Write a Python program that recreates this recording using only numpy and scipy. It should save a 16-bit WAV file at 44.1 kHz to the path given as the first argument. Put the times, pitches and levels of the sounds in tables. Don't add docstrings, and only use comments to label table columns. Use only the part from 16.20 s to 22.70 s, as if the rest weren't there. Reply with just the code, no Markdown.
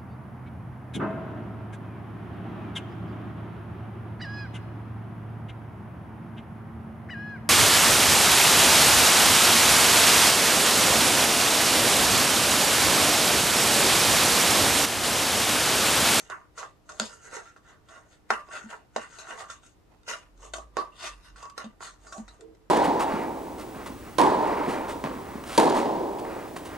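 import sys
import numpy as np
from scipy import signal
from scipy.io import wavfile

SR = 44100
rng = np.random.default_rng(int(sys.argv[2]) if len(sys.argv) > 2 else 0)


def materialize(psi):
    bounded = np.clip(np.atleast_2d(psi).T, -1, 1)
    quanta = np.round(bounded * 32767).astype(np.int16)
    wavfile.write(sys.argv[1], SR, quanta)


N = 286648

# f/Hz, relative level/dB per Hz
AIR_SPECTRUM = [(15, -31), (25, -1.5), (64, 3), (242, -6.5), (301, -7), (363, -5.5), (463, -10),
                (1020, -14), (1440, -19.5), (2480, -24.5), (6560, -31), (11600, -40), (16000, -36)]
# f/Hz, correlation/1
AIR_LIKENESS = [(60, 0.42), (250, 0.41), (700, 0.11)]
# t/s, level/dB
RUMBLE_COURSE = [(2.9, -78.5), (3.5, -69), (4.03, -67), (4.18, -54.5), (4.41, -49.5), (4.82, -71),
                 (4.91, -52), (4.96, -49), (5.04, -67), (5.14, -48.5), (5.28, -72), (5.9, -59), (5.97, -72),
                 (6.03, -53.5), (6.39, -72), (6.5, -68)]
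# hollow part/dB, air column/dB, low hiss/dB, high hiss/dB, sharp edge of the tearing/dB
STROKES = [(0.0, 0.0088, 0.058, -63.5, 7.5, -2, 5, 6.5, 14),
           (0.11, 0.025, 0.0049, -34.5, -5.5, 2, -35, -20, -6),
           (0.386, 0.03, 0.0066, -39.5, 3.5, 6, -7, -8, 7),
           (0.697, 0.052, 0.068, -55, 4.5, 4.5, -6, -6, -5),
           (0.805, 0.043, 0.026, -47.5, 11, 6.5, 9, 1.5, -3), (0.9, 0.19, 0.036, -48.5, -8, -7, -18, -4, 1),
           (1.049, 0.091, 0.022, -50, -0.5, -15, -10, -4, 1),
           (1.147, 0.088, 0.011, -35.5, -0.5, -5.5, -9, -9.5, -3.5),
           (1.26, 0.11, 0.031, -54, -10, -16, -5.5, -8.5, -4),
           (1.47, 0.082, 0.045, -49.5, -4.5, -2.5, -15, -19, -29),
           (1.706, 0.057, 0.059, -47, -2.5, -3.5, -12.5, -12.5, -13),
           (1.929, 0.19, 0.011, -60.5, -4, -12, -6, -5.5, -6),
           (2.115, 0.025, 0.018, -31.5, -1, 3.5, -18.5, -18.5, 5.5),
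           (2.326, 0.057, 0.036, -34, -3, -8, -12, -13.5, -1.5),
           (2.43, 0.03, 0.0085, -45, -10, -21, -14, -14, -5),
           (2.505, 0.034, 0.004, -36, -1.5, -6.5, -15, -15.5, -2),
           (2.772, 0.039, 0.058, -40.5, -7.5, -2.5, -12.5, -13, 1),
           (2.922, 0.093, 0.028, -46.5, -8, -19, -10, -10, -13),
           (2.99, 0.099, 0.027, -53, 5, 5.5, 0.5, 0.5, 11),
           (3.097, 0.1, 0.0082, -36, 0, -1.5, -11.5, -12, -8.5),
           (3.19, 0.073, 0.019, -42, 2, 2.5, -6.5, -8, -1),
           (3.302, 0.032, 0.0039, -42, -9.5, -3.5, -5.5, -7, 2),
           (3.439, 0.063, 0.024, -62, -11, -10, 2.5, 2.5, 2),
           (3.71, 0.037, 0.022, -78.5, 21, 4, -14, -12.5, -4),
           (3.886, 0.025, 0.043, -40, 2, 3, 1.5, -2, 15),
           (4.232, 0.062, 0.01, -57.5, 11.5, 12.5, 4, 5.5, 12),
           (4.337, 0.011, 0.035, -54, 10, 11.5, 1, 5, -3),
           (4.576, 0.033, 0.018, -47, 11.5, 18, -6, -14, -4),
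           (4.739, 0.1, 0.076, -66.5, 9, 10, -11, -26, 5), (4.83, 0.069, 0.036, -39.5, -2, 3.5, 4, -3, 14),
           (5.048, 0.068, 0.021, -60, -4, 3.5, 9.5, -1.5, 12.5),
           (5.18, 0.022, 0.018, -56.5, 9, 1, 0.5, -6, 10), (5.239, 0.12, 0.021, -59.5, -12, 18, -2, 0, 16),
           (5.382, 0.026, 0.027, -44, 1.5, 0.5, -4, -10, 4.5),
           (5.621, 0.024, 0.057, -42.5, -6, -4, -5, -6, -10), (5.87, 0.11, 0.025, -55, 5, -1, -3, -2.5, -4),
           (5.939, 0.071, 0.053, -60, 14.5, 10, -5, 5, -9), (6.09, 0.05, 0.05, -63.5, 10, 8, -5, -3, 6)]
FALL_DB_PER_S = (245, 192, 202, 262, 273, 236)
# hollow part/dB, crack/dB, steel ring/dB; crack decay/s
SNIPS = [(0.099, -18.5, -22, -13.5, -22.5, 0.0031), (0.377, -20.5, -31, -12, -20, 0.033),
         (0.691, -21.5, -35, -13.5, -24, 0.012), (0.719, -46.5, -27, 8, -28, 0.0033),
         (0.798, -18, -13, 6, -30, 0.0015), (1.362, -32.5, -27, -21.5, -27, 0.018),
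         (1.686, -36, -43, -11, -17, 0.009), (2.104, 1, -25, -22, -26, 0.0038),
         (2.287, -30.5, -21, -25, -10, 0.0066), (2.762, -5.5, -25.5, -18.5, -35.5, 0.0041),
         (2.985, -39, -12, 3, -27, 0.011), (3.299, -22.5, -28.5, -12.5, -21, 0.014),
         (3.433, -58, -10, 2, -21.5, 0.0063), (3.832, -51, -20, -3, -40, 0.0024),
         (3.878, -33, -12.5, -24, -25, 0.005), (4.176, -57.5, -28, 5, -35, 0.0021),
         (4.336, -28, -10.5, 4, -11.5, 0.0047), (4.383, -34.5, -8.5, -7, -15, 0.0046),
         (4.569, -7.5, -18, -19.5, -14.5, 0.0021), (5.159, -36.5, -34, -7.5, -12, 0.013),
         (5.227, -37, -12, -1.5, 3.5, 0.0046), (5.254, -37, -14, -5, 1, 0.0035),
         (5.298, -41, -20, -2, -0.5, 0.0034), (5.378, -19, -24, -4.5, -17, 0.0035),
         (5.441, -32, -16, -8.5, -23, 0.009), (5.606, -26, -23, -22, -14, 0.0045),
         (5.868, -32, -32, -7, -16, 0.0059), (5.924, -22.5, -30, -12, -14, 0.0074),
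         (5.98, -41, -6.5, 6.5, -29, 0.0024), (6.079, -40.5, -16, 2, -35.5, 0.0083),
         (6.208, -42.5, -17, 5.5, -30, 0.0019), (6.348, -53.5, -15, 1, -19, 0.0045)]
# f/Hz, width/Hz, relative level/dB
TUBE_MODES = [(1398, 132, 8), (1605, 138, -1), (1713, 104, -3), (1965, 110, -7.5), (2765, 135, -4),
              (2110, 1700, -11)]
COLUMN_MODES = [(990, 44, -5.5), (1083, 26.4, -3), (1130, 38, -5), (1195, 22, 4)]
HOLLOW_MODES = [(391, 120, 0.5), (474, 209, 3), (611.3, 72.4, 6), (853, 212, -1)]
LOW_FIBRE_MODES = [(3580, 720, 5.5), (3880, 380, 6), (4540, 1930, 2), (5160, 235, 3.5), (5790, 71, 4),
                   (3930, 6600, -3.5)]
FIBRE_MODES = [(6524, 530, 18.5), (6200, 60, -0.5), (7860, 200, 9), (8510, 450, 5), (7500, 3700, -1)]
STEEL_MODES = [(1119, 23, 7.5), (1134, 9.8, 10), (2650, 7.8, -15.5), (4970, 110, -17.5)]
# f/Hz, left minus right level/dB
SIDES = [(200, -1.5), (500, -3), (1000, -7), (2400, 5.5), (5500, 6.5), (7500, 4), (9500, -39.5), (13000, 1)]
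# f/Hz, decay time/s
ROOM_T60 = [(200, 0.19), (550, 0.15), (1400, 0.14), (4000, 0.11), (10000, 0.099)]
# f/Hz, width/Hz
POPS = [(0.4299, -37), (5.627, -41.5)]
POP_MODE = [(1150, 560)]
# f/Hz, width/Hz, level/dB
THUDS = [(0.803, -36), (2.103, -45.5), (2.442, -43), (2.762, -48.5), (5.444, -39.5), (5.982, -37)]
THUD_MODES = [(219.4, 14, 0)]
# t/s, drive level/dB, f/Hz, width/Hz, burst decay/s
RINGS = [(0.813, -41, 4960, 600, 0.043), (2.525, -37, 910, 199.5, 0.018), (4.34, -42, 6440, 70, 0.012),
         (4.574, -41.5, 4530, 900, 0.021), (4.572, -32.5, 1161, 40, 0.039), (5.22, -52, 1140, 40, 0.06),
         (5.871, -50, 1202, 40, 0.044), (4.569, -34.5, 430, 121, 0.023), (4.719, -54, 2780, 90, 0.012),
         (5.662, -49.5, 4240, 250, 0.025), (5.87, -56, 4700, 150, 0.024), (6.078, -54, 4020, 297, 0.017)]
# f/Hz, width/Hz, relative level/dB
RUSTLES = [(6.188, -43)]
RUSTLE_MODES = [(314, 9.7, 0.5), (447, 25, 1.5)]

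AIR_DB, HUM_DB, HUM_HZ, RUMBLE_HZ = -61, -70.5, 303.3, 47
RISE_DB = 25
SNAP_HZ = 2000
EDGE_HZ = 2530
BITE = 0.097
SWAY = 0.018
FLICKER_DB, BALANCE_DB = 3.0, 2.5
ROOM_DB, WALL_ECHO_S = -3.5, 0.02056
MIC_ROLL_HZ, MIC_SHELF_DB, PREAMP_DB, CUTOFF_HZ = 13000, -22, -79, 16360


def from_db(db):
    return 10 ** (np.asarray(db) / 20)


def rms_one(x):
    return x / np.sqrt(np.mean(x ** 2) + 1e-20)


def at_hz(points, hz):
    table_hz, values = np.transpose(points)
    return np.interp(np.log(hz), np.log(table_hz), values)


def drift(rate, count):
    points = rng.standard_normal((count, int(N / SR * rate) + 2))
    return np.array([np.interp(np.arange(N) / SR * rate, np.arange(len(p)), p) for p in points])


def filtered(x, order, hz, kind="low"):
    return signal.sosfilt(signal.butter(order, hz, kind, fs=SR, output="sos"), x)


def bands():
    edges = 22 * np.sqrt(2) ** np.arange(20)
    return [(np.sqrt(lo * hi), signal.butter(2, [lo, hi], "band", fs=SR, output="sos"))
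            for lo, hi in zip(edges, edges[1:])]


def body(x, modes, wander=1):
    out, power = 0, 0
    block = 1024 if wander else N
    for k, (hz, width, level_db) in enumerate(modes):
        radius = np.exp(-np.pi * width / SR)
        b = (1 - radius ** 2) / 2 * from_db(level_db)
        balance, bend = wander * drift(8, count=2)
        flicker = wander * drift(30, count=1)[0]
        driven = x * from_db(FLICKER_DB * flicker) + 1e-18
        rung, state = np.zeros(N), np.zeros(2)
        for i in range(0, N, block):
            w = 2 * np.pi * hz * (1 + SWAY * bend[i]) / SR
            poles = [1, -2 * radius * np.cos(w), radius ** 2]
            rung[i:i + block], state = signal.lfilter([b, 0, -b], poles, driven[i:i + block], zi=state)
        tilt = from_db(at_hz(SIDES, hz) / 2 + BALANCE_DB * balance)
        later = np.roll(rung, k % 3 - 1)
        out = out + (-1) ** k * np.array([rung * tilt, later / tilt])
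        power += b * from_db(level_db)
    return out / np.sqrt(power)


def blows(times, level_db, contact_s, rough=1):
    t, out = np.arange(SR // 4) / SR, np.zeros(N + SR // 4)
    decay_s = np.reshape(contact_s, (-1, 1))
    noise = rng.standard_normal((len(times), len(t)))
    bursts = (rough * noise + 1 - rough) * np.exp(-t / decay_s)
    bursts /= np.sqrt(np.mean(bursts[:, :100] ** 2, axis=1, keepdims=True))
    bursts *= 1 - rough * np.exp(-t / (BITE * decay_s))
    for s, db, burst in zip(times, level_db, bursts):
        start = round(s * SR)
        out[start:start + len(t)] += from_db(db) * burst
    return out[:N]


def air():
    out, white = 0, rng.standard_normal((2, 2, N))
    for k, (hz, sos) in enumerate(bands()):
        mid, side = signal.sosfilt(sos, white[k % 2])
        alike = at_hz(AIR_LIKENESS, hz)
        stereo = np.sqrt(1 + alike) * mid + np.sqrt(1 - alike) * side * [[1], [-1]]
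        out = out + from_db(at_hz(AIR_SPECTRUM, hz)) * stereo
    return from_db(AIR_DB) * rms_one(out)


def hum():
    return from_db(HUM_DB) * np.sin(2 * np.pi * HUM_HZ * np.arange(N) / SR)


def rumble():
    pitch_hz = RUMBLE_HZ + 4.0 * drift(7.6, count=1)[0]
    tone = np.sqrt(2) * np.sin(2 * np.pi * np.cumsum(pitch_hz) / SR)
    flutter_db = 1.77 * drift(25, count=1)[0]
    course_s, course_db = np.transpose(RUMBLE_COURSE)
    swell_db = np.interp(np.arange(N) / SR, course_s, course_db)
    return tone * from_db(swell_db + flutter_db) * from_db([[-1.0], [1.1]])


def stroke_gains():
    t, power = np.arange(0, N + 64, 64) / SR, 1e-12
    for s, rise, hold, wall_db, *parts_db in STROKES:
        climb_db = RISE_DB * np.minimum(t - s, 0) / rise
        fall_db = np.outer(FALL_DB_PER_S, np.maximum(t - s - hold, 0))
        levels_db = wall_db + np.array([0, *parts_db])[:, None]
        power = power + from_db(levels_db + climb_db - fall_db) ** 2
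    wall, *parts = [np.interp(np.arange(N) / SR, t, gain) for gain in np.sqrt(power)]
    return [wall] + [part / wall for part in parts]


def crackle(per_s, spread_db):
    sizes = from_db(spread_db * np.minimum(rng.exponential(1, N), 4)) * rng.choice([-1, 1], N)
    clumps = from_db(3 * drift(120, count=1)[0])
    return rms_one(sizes * (rng.random(N) < per_s * clumps / SR))


def scissors():
    wall, hollow_part, column, low_hiss, high_hiss, edge = stroke_gains()
    tearing = wall * from_db(-6.5) * crackle(per_s=1100.0, spread_db=3.0)
    hissing = wall * from_db(-4.0) * crackle(per_s=2500.0, spread_db=1.0)
    sharp = filtered(tearing, 4, EDGE_HZ, "high")
    blunt = filtered(tearing, 4, EDGE_HZ)

    s, level, hollow, crack, ring, crack_s = np.transpose(SNIPS)
    cracks = blows(s, level + crack - 3, contact_s=crack_s)
    snaps = filtered(blows(s, level - 17, contact_s=0.00035, rough=0.57), 2, SNAP_HZ)
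    hollow_push = blows(s, level + hollow + 0.5, contact_s=0.0001, rough=0)
    steel_push = blows(s, level + ring, contact_s=3e-5, rough=0)

    out = body(blunt + edge * sharp + snaps + cracks * from_db(-7.5), TUBE_MODES)
    out += body(tearing * column + snaps * from_db(-9.5), COLUMN_MODES, wander=0.49)
    out += body(tearing * hollow_part + hollow_push, HOLLOW_MODES)
    out += body(hissing * low_hiss + cracks * from_db(-4.0), LOW_FIBRE_MODES)
    out += body(hissing * high_hiss + cracks * from_db(-11.0), FIBRE_MODES)
    out += body(tearing * column * from_db(-34) + steel_push, STEEL_MODES, wander=0)
    return out


def room(x):
    t, tail = np.arange(SR // 2) / SR, 0
    white = rng.standard_normal((2, 2, len(t)))
    for k, (hz, sos) in enumerate(bands()):
        tail = tail + signal.sosfilt(sos, white[k % 2]) * from_db(-60 * t / at_hz(ROOM_T60, hz))
    tail *= 1 - np.exp(-t / 0.0002)
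    tail *= 1 + 0.58 * np.exp(-((t - WALL_ECHO_S) / 0.0014) ** 2)
    tail *= from_db(ROOM_DB) / np.sqrt(np.sum(tail ** 2, axis=1, keepdims=True))
    return signal.fftconvolve(x[None], tail, axes=1)[:, :N]


def twice_resonant(force, hz, width):
    once = filtered(force + 1e-18, 1, [hz - width, hz + width], "band")
    return body(once, [(hz, width, 0)], wander=0)


def pops():
    s, level = np.transpose(POPS)
    hz, width = POP_MODE[0][:2]
    return twice_resonant(blows(s, level, contact_s=0.0001, rough=0), hz, width)


def thuds():
    s, level = np.transpose(THUDS)
    return body(blows(s, level - 8.0, contact_s=0.0021, rough=0), THUD_MODES, wander=0)


def rings_and_hisses():
    out = 0
    for s, level, hz, width, decay_s in RINGS:
        out = out + twice_resonant(blows([s], [level], contact_s=decay_s), hz, width)
    return out


def rustle():
    s, level = np.transpose(RUSTLES)
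    return body(blows(s, level - 6, contact_s=0.095), RUSTLE_MODES, wander=0)


def scene():
    direct = scissors() + pops() + thuds() + rings_and_hisses() + rustle()
    return air() + hum() + rumble() + direct + room(direct.mean(axis=0))


def record(dry):
    dull = signal.sosfilt(signal.cheby2(8, 40, MIC_ROLL_HZ, fs=SR, output="sos"), dry)
    shelved = dull + from_db(MIC_SHELF_DB) * (dry - dull)
    hissy = shelved + from_db(PREAMP_DB) * rng.standard_normal(dry.shape)
    return signal.sosfilt(signal.cheby2(12, 70, CUTOFF_HZ, fs=SR, output="sos"), hissy)


dry = scene()
out = record(dry)
materialize(out)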